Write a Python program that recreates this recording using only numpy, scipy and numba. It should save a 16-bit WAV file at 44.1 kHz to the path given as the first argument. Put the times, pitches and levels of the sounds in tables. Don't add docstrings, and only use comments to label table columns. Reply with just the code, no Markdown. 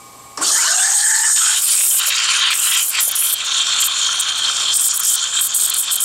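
import sys
import numpy as np
from scipy import signal
from scipy.fft import rfft, irfft
from scipy.io import wavfile
from scipy.ndimage import uniform_filter1d, minimum_filter1d
from numba import njit

SR = 44100
rng = np.random.default_rng(int(sys.argv[2]) if len(sys.argv) > 2 else 0)


def inscribe(sig):
    pcm = np.round(np.clip(np.atleast_2d(sig).T, -1, 1) * 32767)
    wavfile.write(sys.argv[1], SR, pcm.astype(np.int16))


def volts_from_db(level):
    exponent = np.asarray(level, float) / 20
    return 10 ** exponent


N = 266540
T = np.arange(N) / SR

# (start [s], end [s], hiss level [dB], nozzle whistle against the usual [dB])
BARED_SPELLS = [(1.584, 1.594, -25, 1), (1.594, 1.815, -26, 4.5), (1.815, 1.997, -17.5, 4.5),
                (2.03, 2.058, -34, -2), (2.061, 2.097, -17, -5), (2.142, 2.149, -37, 7),
                (2.16, 2.17, -38, 4), (2.196, 2.201, -38, 3), (2.391, 2.398, -35, 0),
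                (2.505, 2.516, -31, 4), (2.513, 2.536, -40, 8.5), (2.537, 2.604, -25.5, 3),
                (2.607, 2.717, -24, 3.5), (2.717, 2.756, -27.5, 3), (2.765, 2.806, -27.5, 3),
                (2.805, 2.908, -24, 0), (2.909, 2.959, -37, 5), (2.96, 3.0, -48, 4),
                (3.004, 3.092, -21, -12), (3.112, 3.118, -17, -10), (3.154, 3.345, -21.5, -3.5),
                (3.445, 3.467, -46, 5), (3.8, 3.825, -29.5, 7), (3.841, 3.875, -27.5, 1),
                (4.196, 4.213, -28, 9), (4.373, 4.393, -42, 1), (4.74, 4.778, -24.5, 5.5),
                (4.808, 4.886, -24, 4.5), (4.938, 4.977, -24, 3), (4.994, 5.005, -22, 5),
                (5.033, 5.158, -26.5, 4.5), (5.35, 5.39, -44, 10), (5.39, 5.413, -36, 6),
                (5.41, 5.475, -22.5, 3.5), (5.545, 5.592, -25.5, 6), (5.596, 5.664, -24, 7.5),
                (5.671, 5.688, -29, 4), (5.697, 5.704, -21, 2), (5.738, 5.746, -27, 9),
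                (5.746, 5.764, -37, 4), (5.765, 5.817, -23.5, 4), (5.823, 5.836, -32, 3),
                (5.841, 5.848, -31, -2), (5.912, 5.948, -21, 5), (5.956, 5.967, -24, 3),
                (6.004, 6.06, -20, 3)]
FULL_TEAR_DB = -26
STARVING_S = 0.036


def blast(surge):
    # (time [s], hollow tone [Hz], overtone [Hz], hiss crest [Hz], raggedness [factor on widths])
    hollow_size = [
        (.4, 447, 1320, 8500, 3),
        (.6, 607, 1430, 7200, 3.8),
        (.67, 674, 1550, 6300, 2.1),
        (.88, 798, 1730, 8100, 1.87),
        (1.25, 910, 1746, 7800, 1.6),
        (1.385, 900, 1750, 8230, 1.2),
        (1.41, 790, 1400, 7700, 1.8),
        (1.5, 850, 1600, 8000, 2.7),
        (1.62, 840, 1440, 8200, 9.1),
    ]
    # (time [s], jet level [dB], song of the hollow [dB])
    opening = [
        (.41, -30, -28),
        (.424, -18.5, -32),
        (.5, -18, -39),
        (.65, -14.5, -25.5),
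        (.84, -13.5, -23),
        (.9, -13.5, -20),
        (1.0, -13, -20),
        (1.26, -11.5, -18.5),
        (1.5, -14.5, -21),
        (1.6, -21.5, -39),
    ]
    # (resonance [Hz], width [Hz], level [dB])
    jet_modes = [(6750, 570, 0), (7200, 410, -1.5), (7820, 410, -2), (8500, 730, 1.5), (9100, 930, -14),
                 (10340, 1200, -16), (11940, 1450, -15), (14100, 2800, -26.5)]
    # (resonance [Hz], width [Hz], level [dB])
    body_modes = [(3126, 140, 0), (3570, 430, -5), (4340, 930, -0.5), (5070, 370, 2.5), (5690, 1330, 4),
                  (2420, 2900, -10.5)]
    start, end = opening[0][0], opening[-1][0]
    jet, overtone = (volts_from_db(c) * (T > start) * (T < end) for c in curve(opening))

    wet_db, dry_db, wet_until_s, drying_s = -4.5, -10.5, 0.75, .03
    wet = np.clip((wet_until_s - T) / drying_s, 0, 1)
    body = jet * volts_from_db(dry_db + (wet_db - dry_db) * wet)

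    low_db, fade_db_s, low_gulp_db = -6, -20, 2.2
    from_s, grow_s, best_s = .6, .1, .88
    low_level = volts_from_db(low_db + fade_db_s * np.abs(T - best_s) + low_gulp_db * walk(21.75))
    hollow = overtone * low_level * np.clip((T - from_s) / grow_s, .2, 1)

    low_hz, high_hz, crest_hz, ragged = curve(hollow_size)
    wobble = 1 + .016 * walk(45)
    out = jet * ring(collapse(surge, 0.94, 0.5, 2.05), jet_modes, drift=0.014, patchy_db=2.5)
    out += jet * volts_from_db(1) * sing(collapse(surge, .3, 1.2, 5.7), crest_hz, 900 * ragged)
    out += body * ring(collapse(surge, 0.66, 0.33, 1.5), body_modes, drift=0.014, patchy_db=3.5)
    out += hollow * sing(1, low_hz * (1 + .012 * walk(30)), 42 * ragged, steady=.35)
    out += overtone * volts_from_db(-8.5) * sing(collapse(surge, 0.2, 4.7, 0.96), .83 * high_hz, 450 * ragged)
    whistle = sing(collapse(surge, 0.21, 0.86, 0.39), high_hz * wobble, 135 * ragged, steady=0.17)
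    gulp_db = 3.5
    return out + overtone * volts_from_db(gulp_db * walk(24.35)) * whistle


def roar(surge, hum):
    # (time [s], steam collapsing in the milk [dB], nearness of tip to surface [0-1])
    hand = [(1.36, -24.5, 0.088), (1.88, -18.5, 0.89), (2.02, -14.5, 0.58), (2.14, -15, .0),
            (2.3, -16, 0.83), (2.5, -16.5, 0.41), (2.78, -14, 0), (2.86, -22.5, 0.4), (2.98, -19, 0.06),
            (3.08, -20, .0), (3.4, -20.5, 0.084), (3.65, -18.5, 0.36), (4.48, -18, 0.56),
            (4.6, -19.5, 0.51), (4.72, -20, 0.49), (5.32, -19, 0.45), (5.52, -21, 0.072),
            (5.9, -20.5, 0.23)]
    # (time [s], half length [s], change of roar [dB])
    clumps = [(1.66, 0.011, -4), (1.775, 0.036, -2), (1.9, 0.052, -2.5), (2.016, .015, 1.5),
              (2.096, 0.017, -2), (2.215, .03, 3), (2.298, 0.023, 3.5), (2.45, 0.037, 4),
              (2.518, .015, 0.5), (2.58, .02, -4), (2.658, 0.025, 2.5), (2.705, .012, -4),
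              (2.745, .02, 0.5), (2.875, .04, -6), (2.95, 0.018, 4.5), (2.989, 0.011, 8),
              (3.074, 0.042, -4.5), (3.14, 0.023, 3), (3.428, 0.015, 1.5), (3.54, 0.024, 1),
              (3.607, 0.016, 0.5), (3.734, 0.036, 1.5), (3.812, 0.011, -3), (3.884, 0.056, 3.5),
              (4.2, 0.0084, 0), (4.34, 0.035, -0.5), (4.443, 0.022, 0), (4.547, 0.048, -3.5),
              (4.705, 0.035, 1), (4.772, .015, -3.5), (4.93, 0.013, 1.5), (5.034, 0.01, -0.5),
              (5.078, 0.016, -4.5), (5.272, 0.021, 0), (5.309, 0.018, -7), (5.383, 0.017, 1),
              (5.525, .015, 1), (5.56, 0.017, -3), (5.714, 0.0091, 1.5), (5.813, 0.016, -4),
              (5.897, 0.018, 5), (6.0, .012, 0)]
    # (resonance [Hz], width [Hz], level [dB])
    milk_modes = [(1074, 117, 0), (1330, 233, 3), (1570, 330, 0), (730, 140, -18.5)]
    # (resonance [Hz], width [Hz], level [dB])
    pitcher_modes = [(2564, 470, -12.5), (3150, 80, -4), (3218, 180, 1.5), (3517, 340, -3),
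                     (3720, 460, -10.5), (4280, 280, -7)]
    # (resonance [Hz], width [Hz], level [dB])
    coarse_modes = [(1870, 420, -8.5), (2524, 620, -1), (2980, 460, -1), (3090, 190, 3), (3720, 430, -1.5),
                    (4200, 270, -3.5), (4830, 320, -3.5)]
    # (resonance [Hz], width [Hz], level [dB])
    spout_modes = [(5330, 1400, -3.5), (5730, 190, -14.5), (6320, 360, -1), (7200, 1000, 3),
                   (8600, 890, -13)]
    # (resonance [Hz], width [Hz], level [dB])
    spray_modes = [(8640, 1450, 12.5), (11300, 1400, -6.5), (13400, 1300, -47), (15100, 1500, -24)]
    # (frequency [Hz], spectral density [dB per Hz])
    slosh = [(82, -49), (140, -9.5), (247, -28), (291, -26), (509, -7), (891, -4), (1000, -15), (1300, -29),
             (2200, -120)]

    steam_db, near = curve(hand)
    clump_db = sum(db * np.exp(-((T[::64] - s) / half) ** 2) for s, half, db in clumps)
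    steam_db = steam_db + clump_db.repeat(64)[:N]
    out_of_milk, starved, gulf, thin = bared()
    begin_s, settle_s = hand[0][0], 0.29
    on = T > begin_s
    approach_near = 0.27
    near = near * np.clip((T - begin_s) / settle_s, 0, 1) + approach_near * thin

    starve_db, gulf_db = -4.5, -4
    pitcher = on * volts_from_db(steam_db + starve_db * starved + gulf_db * gulf)
    milk = pitcher * volts_from_db(-11.5 + 1.5 * starved)
    spout_db = -28.5 + 7 * near + 0.35 * (steam_db + 21.0)
    spout = on * volts_from_db(spout_db - 0.5 * out_of_milk - 2 * (starved - out_of_milk))
    spray = on * volts_from_db(-45.5 + 28 * near)

    coarse_from_s, grow_s, coarse_until_s, fining_s = 1.29, 0.75, 2.81, 0.31
    growth = 1.08 * np.clip((T - coarse_from_s) / grow_s, 0, 1)
    coarse = np.clip(growth * np.exp(-np.maximum(T - coarse_until_s, 0) / fining_s), 0, 1)
    force = collapse(surge, 0.66, 0.3, 1.93)
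    out = pitcher * np.sqrt(1 - coarse) * ring(force, pitcher_modes, drift=0.0018, patchy_db=2.0)
    out += pitcher * np.sqrt(coarse) * ring(force, coarse_modes, drift=0.025, patchy_db=3.5)
    out += milk * ring(collapse(surge, 0.11, 0.15, 2.7), milk_modes, drift=0.0065, patchy_db=-0.54)
    out += spout * volts_from_db(2.0) * ring(collapse(surge, 0.6, 1.7, 2.13), spout_modes, patchy_db=2.0)
    out += spray * ring(collapse(surge, 1.4, 1.5, 2.5), spray_modes, patchy_db=1.1)
    slosh_level = volts_from_db(10.0) * hum * (T > .4) * volts_from_db(0.73 * walk(11) + 0.82 * surge)
    return out + slosh_level * colour(slosh)


def tears(surge):
    # (resonance [Hz], width [Hz], level [dB])
    air_modes = [(11570, 700, 2), (12370, 520, 4), (13650, 600, 2), (14760, 940, -4.5), (15750, 690, -3)]
    # (resonance [Hz], width [Hz], level [dB])
    nozzle_modes = [(7380, 930, -2.5), (8190, 390, 5.5), (8660, 240, -1)]
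    # (resonance [Hz], width [Hz], level [dB])
    edge_modes = [(8980, 380, -1), (9540, 900, 0.7), (10300, 1050, -0.91), (10880, 460, -1.2)]
    whistle_gain_db, edge_gain_db = 3, 3
    faint_lift, edge_swap = 0.41, 0.11
    rise_db_s, sputter_db_s = 4, 8
    lead_s, lead_db, linger_s, linger_db = .01, -22, 0.022, -21

    gate = np.zeros((3, N))
    lapping = np.minimum(walk(110), 0)
    for start, end, db, whistle_db in BARED_SPELLS:
        on = slice(int((start - .1) * SR), int((end + .15) * SR))
        t = T[on]
        lift = faint_lift * (FULL_TEAR_DB - db)
        nozzle_db = whistle_gain_db + lift + whistle_db
        edge_db = edge_gain_db + lift / 2 - edge_swap * whistle_db
        above = np.array([[0], [nozzle_db], [edge_db]])
        full = min((end - start) / STARVING_S, 1)
        before = volts_from_db(lead_db) * np.exp((t - start) / lead_s / full)
        held = volts_from_db(rise_db_s * (t - (start + end) / 2) + sputter_db_s * (t - start) * lapping[on])
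        after = volts_from_db(linger_db) * np.exp((end - t) / linger_s / full)
        shape = np.where(t < start, before, np.where(t < end, held, after))
        gate[:, on] = np.maximum(gate[:, on], volts_from_db(db + above) * shape)
    sputter = unit(volts_from_db(0.41 * walk(40) + 2.2 * walk(180) + 2.2 * walk(600)))
    gate = uniform_filter1d(gate, size=24) * sputter

    parts = [ring(collapse(surge, 0.36, 1.0, 0.88), modes, drift=0.006, patchy_db=2)
             for modes in (air_modes, nozzle_modes, edge_modes)]
    rush = volts_from_db(-5.5) * ring(collapse(surge, 0.32, 1.0, 1.1), [(11700, 1300, 1), (13860, 1800, -2.5)])
    plops = volts_from_db(-28) * ring(collapse(surge, .3, 1.5, 3.8), [(302, 230, -3), (604, 450, 0)])
    return np.sum(gate * parts, axis=0) + gate[0] * (plops + rush)


def valve():
    # (time [s], peak level [dB], frequency [Hz], decay time by 60 dB [s])
    knocks = [
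        (0.376, -5, 1150, 0.016),
        (.376, -23, 1750, 0.022),
        (.385, -29, 280, 0.14),
        (0.403, -25, 325, 0.11),
        (.413, -10.5, 1104, 0.049),
        (0.425, -10, 1400, 0.023),
        (.435, -26, 364, 0.1),
        (.463, -20, 1240, 0.073),
        (.485, -33, 1214, 0.056),
    ]
    # (time [s], length [s], first frequency [Hz], last
    # frequency [Hz], rms level [dB])
    slurps = [(.42, .055, 4500, 4600, -23), (.47, .06, 1250, 1200, -29), (.5, .14, 800, 1080, -33),
              (.501, .077, 3350, 3000, -30), (.51, .05, 1700, 1800, -29), (.53, .06, 1550, 1940, -24),
              (.55, .05, 1300, 1420, -27), (.595, .06, 2100, 2750, -30), (.635, .054, 880, 1320, -27),
              (.63, .08, 2750, 3150, -27), (.62, .08, 4500, 3900, -28), (.57, .04, 1850, 2100, -28),
              (.66, .05, 1730, 1770, -28), (.69, .08, 1150, 1300, -31), (.7, .042, 1500, 1470, -29),
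              (.72, .04, 3900, 3700, -30), (.79, .07, 3450, 3670, -28), (1.56, .035, 3050, 3100, -25),
              (1.375, .04, 3100, 3120, -27), (1.405, .04, 1450, 1270, -26), (1.44, .075, 1300, 1640, -23),
              (1.9, .038, 3100, 3150, -25), (2.47, .075, 2600, 2240, -24), (2.065, .04, 520, 700, -39),
              (2.22, .07, 3100, 2700, -24), (2.42, .07, 3000, 2600, -25), (2.33, .05, 1650, 1500, -27)]
    out = np.zeros(N)
    for s, db, hz, t60 in knocks:
        t = np.maximum(T - s, 0)
        out += volts_from_db(db - 60 * t / t60) * (1 - np.exp(-t / 0.0023)) * np.sin(2 * np.pi * hz * t)
    for s, length, hz0, hz1, db in [*slurps, *drops()]:
        way = np.linspace(0, 1, int(length * SR))
        gulp = unit(svf(rng.standard_normal(len(way)), hz0 + (hz1 - hz0) * way, 190 + 0 * way))
        out[int(s * SR):][:len(way)] += volts_from_db(db) * np.sin(np.pi * way) * gulp
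    after = np.maximum(T - .374, 0)
    spit = (T > .374) * (T < .417) * (volts_from_db(-33.0) + volts_from_db(-23.5) * np.exp(-after / 0.0046))
    gurgle = (T > .378) * volts_from_db(-29.5) * np.exp(-after / 0.17)
    out += spit * ring(1, [(5300, 1700, 6), (8200, 1700, 5.0), (3340, 1200, -8)])
    return out + gurgle * ring(1, [(354, 210, -2.2), (750, 850, -0.84)])


def drops():
    count, from_s, until_s = 70, .43, 1.55
    low_hz, high_hz = 2600, 6300
    level_db, rise_share, length_s = -36, .07, .045
    when, pitch, size, rise = rng.random((count, 4)).T
    start = from_s + (until_s - from_s) * when ** 1.4
    hz = low_hz * (high_hz / low_hz) ** pitch
    last_hz = hz * (1 + rise_share * (2 * rise - .6))
    return list(zip(start, length_s * (0.41 + size), hz, last_hz, level_db + 6 * size))


def machine(hum):
    # (frequency [Hz], level above the hum [dB])
    pump_lines = [(120, -1), (241, -5.5), (685.3, -5.5), (1095, 9.5), (1200, 1), (2290, -2), (1080, -4),
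                  (1050, -3), (806, 0), (852, -7), (1220, 4)]
    # (resonance [Hz], width [Hz], level [dB])
    panel_modes = [(2276, 33, -3), (5700, 74, -13), (7610, 120, 3.5), (8900, 120, -2), (10200, 46, -15),
                   (12900, 140, -15), (13600, 44, -10), (14200, 120, -18)]
    # (frequency [Hz], spectral density [dB per Hz])
    kitchen = [(18, -49), (30, -12.5), (193, -16), (244, -14), (496, -12), (628, -16.5), (816, -10),
               (907, -16), (1060, -9.5), (1420, -22.5), (6310, -20.5), (7780, -17.5), (12200, -27.5),
               (13200, -21), (15800, -41)]
    lines = sum(volts_from_db(db + .7 * walk(12)) * np.sin(2 * np.pi * hz * T + .15 * walk(6)) for hz, db in pump_lines)
    panels = volts_from_db(9.5) * ring(1, panel_modes, drift=.001, patchy_db=1.5)
    return hum * (np.sqrt(2) * lines + panels + volts_from_db(13.5) * colour(kitchen))


def ducking(bright):
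    hum_db, duck_db, fall_s, loud_hiss_db = -56.5, -7, 0.12, -18.5
    keep = np.exp(-1 / (fall_s * SR))
    recent = np.sqrt(signal.lfilter([1 - keep], [1, -keep], bright ** 2)) / volts_from_db(loud_hiss_db)
    return volts_from_db(hum_db + duck_db * np.tanh(recent))


def bared():
    faint_db, refill_s, gulf_s, approach_s = -31, 0.091, 0.24, 0.033
    out = np.zeros((4, N))
    for start, end, db, _ in BARED_SPELLS:
        size = np.clip((db - faint_db) / (FULL_TEAR_DB - faint_db), 0, 1) * min((end - start) / STARVING_S, 1)
        on = T > start
        out_of_milk = on * (T < end)
        starved = on * np.exp(-np.maximum(T - end, 0) / refill_s)
        gulf = on * np.exp(-np.abs(T - start) / gulf_s)
        thin = (T < end) * np.exp(np.minimum(T - start, 0) / approach_s)
        out = np.maximum(out, size * np.array([out_of_milk, starved, gulf, thin]))
    return uniform_filter1d(out, size=300)


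def collapse(surge, share, flicker_db, grain_db):
    return volts_from_db(share * surge + flicker_db * walk(25.09) + grain_db * walk(300))


def ring(force, modes, drift=0.033, patchy_db=-1.0):
    out = 0
    for hz, width, db in modes:
        shake = force * rng.standard_normal(N) * volts_from_db(db + patchy_db * walk(22.117))
        out = out + svf(shake, hz * (1 + drift * walk(9)), np.full(N, 1.5 * width))
    return unit(out)


def sing(force, hz, width, steady=0.):
    tone = unit(svf(force * rng.standard_normal(N), hz, width))
    return unit(tone / (uniform_filter1d(np.abs(tone), size=300) + 0.12) ** steady)


@njit
def svf(x, hz, width):
    y = np.empty(len(x))
    b, l, b2, l2 = 0., 0., 0., 0.
    for i in range(len(x)):
        g, k = np.tan(np.pi * hz[i] / SR), width[i] / hz[i]
        a = 1 / (1 + g * (g + k))
        v = (b + g * (x[i] - l)) * a
        w = (b2 + g * (k * v - l2)) * a
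        b, l = 2 * v - b, l + 2 * g * v
        b2, l2 = 2 * w - b2, l2 + 2 * g * w
        y[i] = k * w
    return y


def colour(points):
    hz, db = np.transpose(points)
    log_hz = np.log(np.arange(N // 2 + 1) * SR / N + 1)
    return unit(irfft(rfft(rng.standard_normal(N)) * volts_from_db(np.interp(log_hz, np.log(hz), db)), N))


def walk(rate):
    k = int(SR / rate)
    held = np.repeat(rng.standard_normal(N // k + 1), k)
    return unit(uniform_filter1d(uniform_filter1d(held, k), k)[:N])


def unit(x):
    return x / np.sqrt(np.mean(x ** 2))


def curve(table):
    s, *columns = np.transpose(table)
    return [np.interp(T, s, c) for c in columns]


def scene():
    # (frequency [Hz], width [Hz], depth [dB])
    shadow = [(6300, 225, -8), (4960, 180, -6.5)]
    surge = 1.1 * walk(14) + 1.7 * walk(60)
    bright = blast(surge) + tears(surge)
    hum = ducking(bright)
    near = bright + roar(surge, hum) + valve()
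    for hz, width, db in shadow:
        peak = signal.lfilter(*signal.iirpeak(hz, hz / width, fs=SR), near)
        near = near - (1 - volts_from_db(min(db, 0))) * peak
    tail = rng.standard_normal(SR // 4) * volts_from_db(-60 * T[:SR // 4] / 0.25)
    tail = signal.sosfilt(signal.butter(1, 3000, fs=SR, output="sos"), tail)
    echo = signal.fftconvolve(near, tail / np.sqrt(np.sum(tail ** 2)))[:N]
    return (near + volts_from_db(-17.5) * echo + machine(hum))[None]


def band_limit(x):
    return signal.sosfilt(signal.butter(12, 16000, fs=SR, output="sos"), x)


def record(dry):
    ceiling_db, top_hz = -4.6, 15760
    need = np.minimum(1, volts_from_db(ceiling_db) / (np.abs(dry) + 1e-9))
    held = dry * uniform_filter1d(minimum_filter1d(need, size=221), size=221)
    thin = signal.sosfilt(signal.butter(2, 55, "high", fs=SR, output="sos"), held)
    cut = signal.sosfilt(signal.ellip(12, .3, 80, top_hz, fs=SR, output="sos"), thin)
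    return band_limit(cut)


dry = scene()
out = record(dry)
inscribe(out)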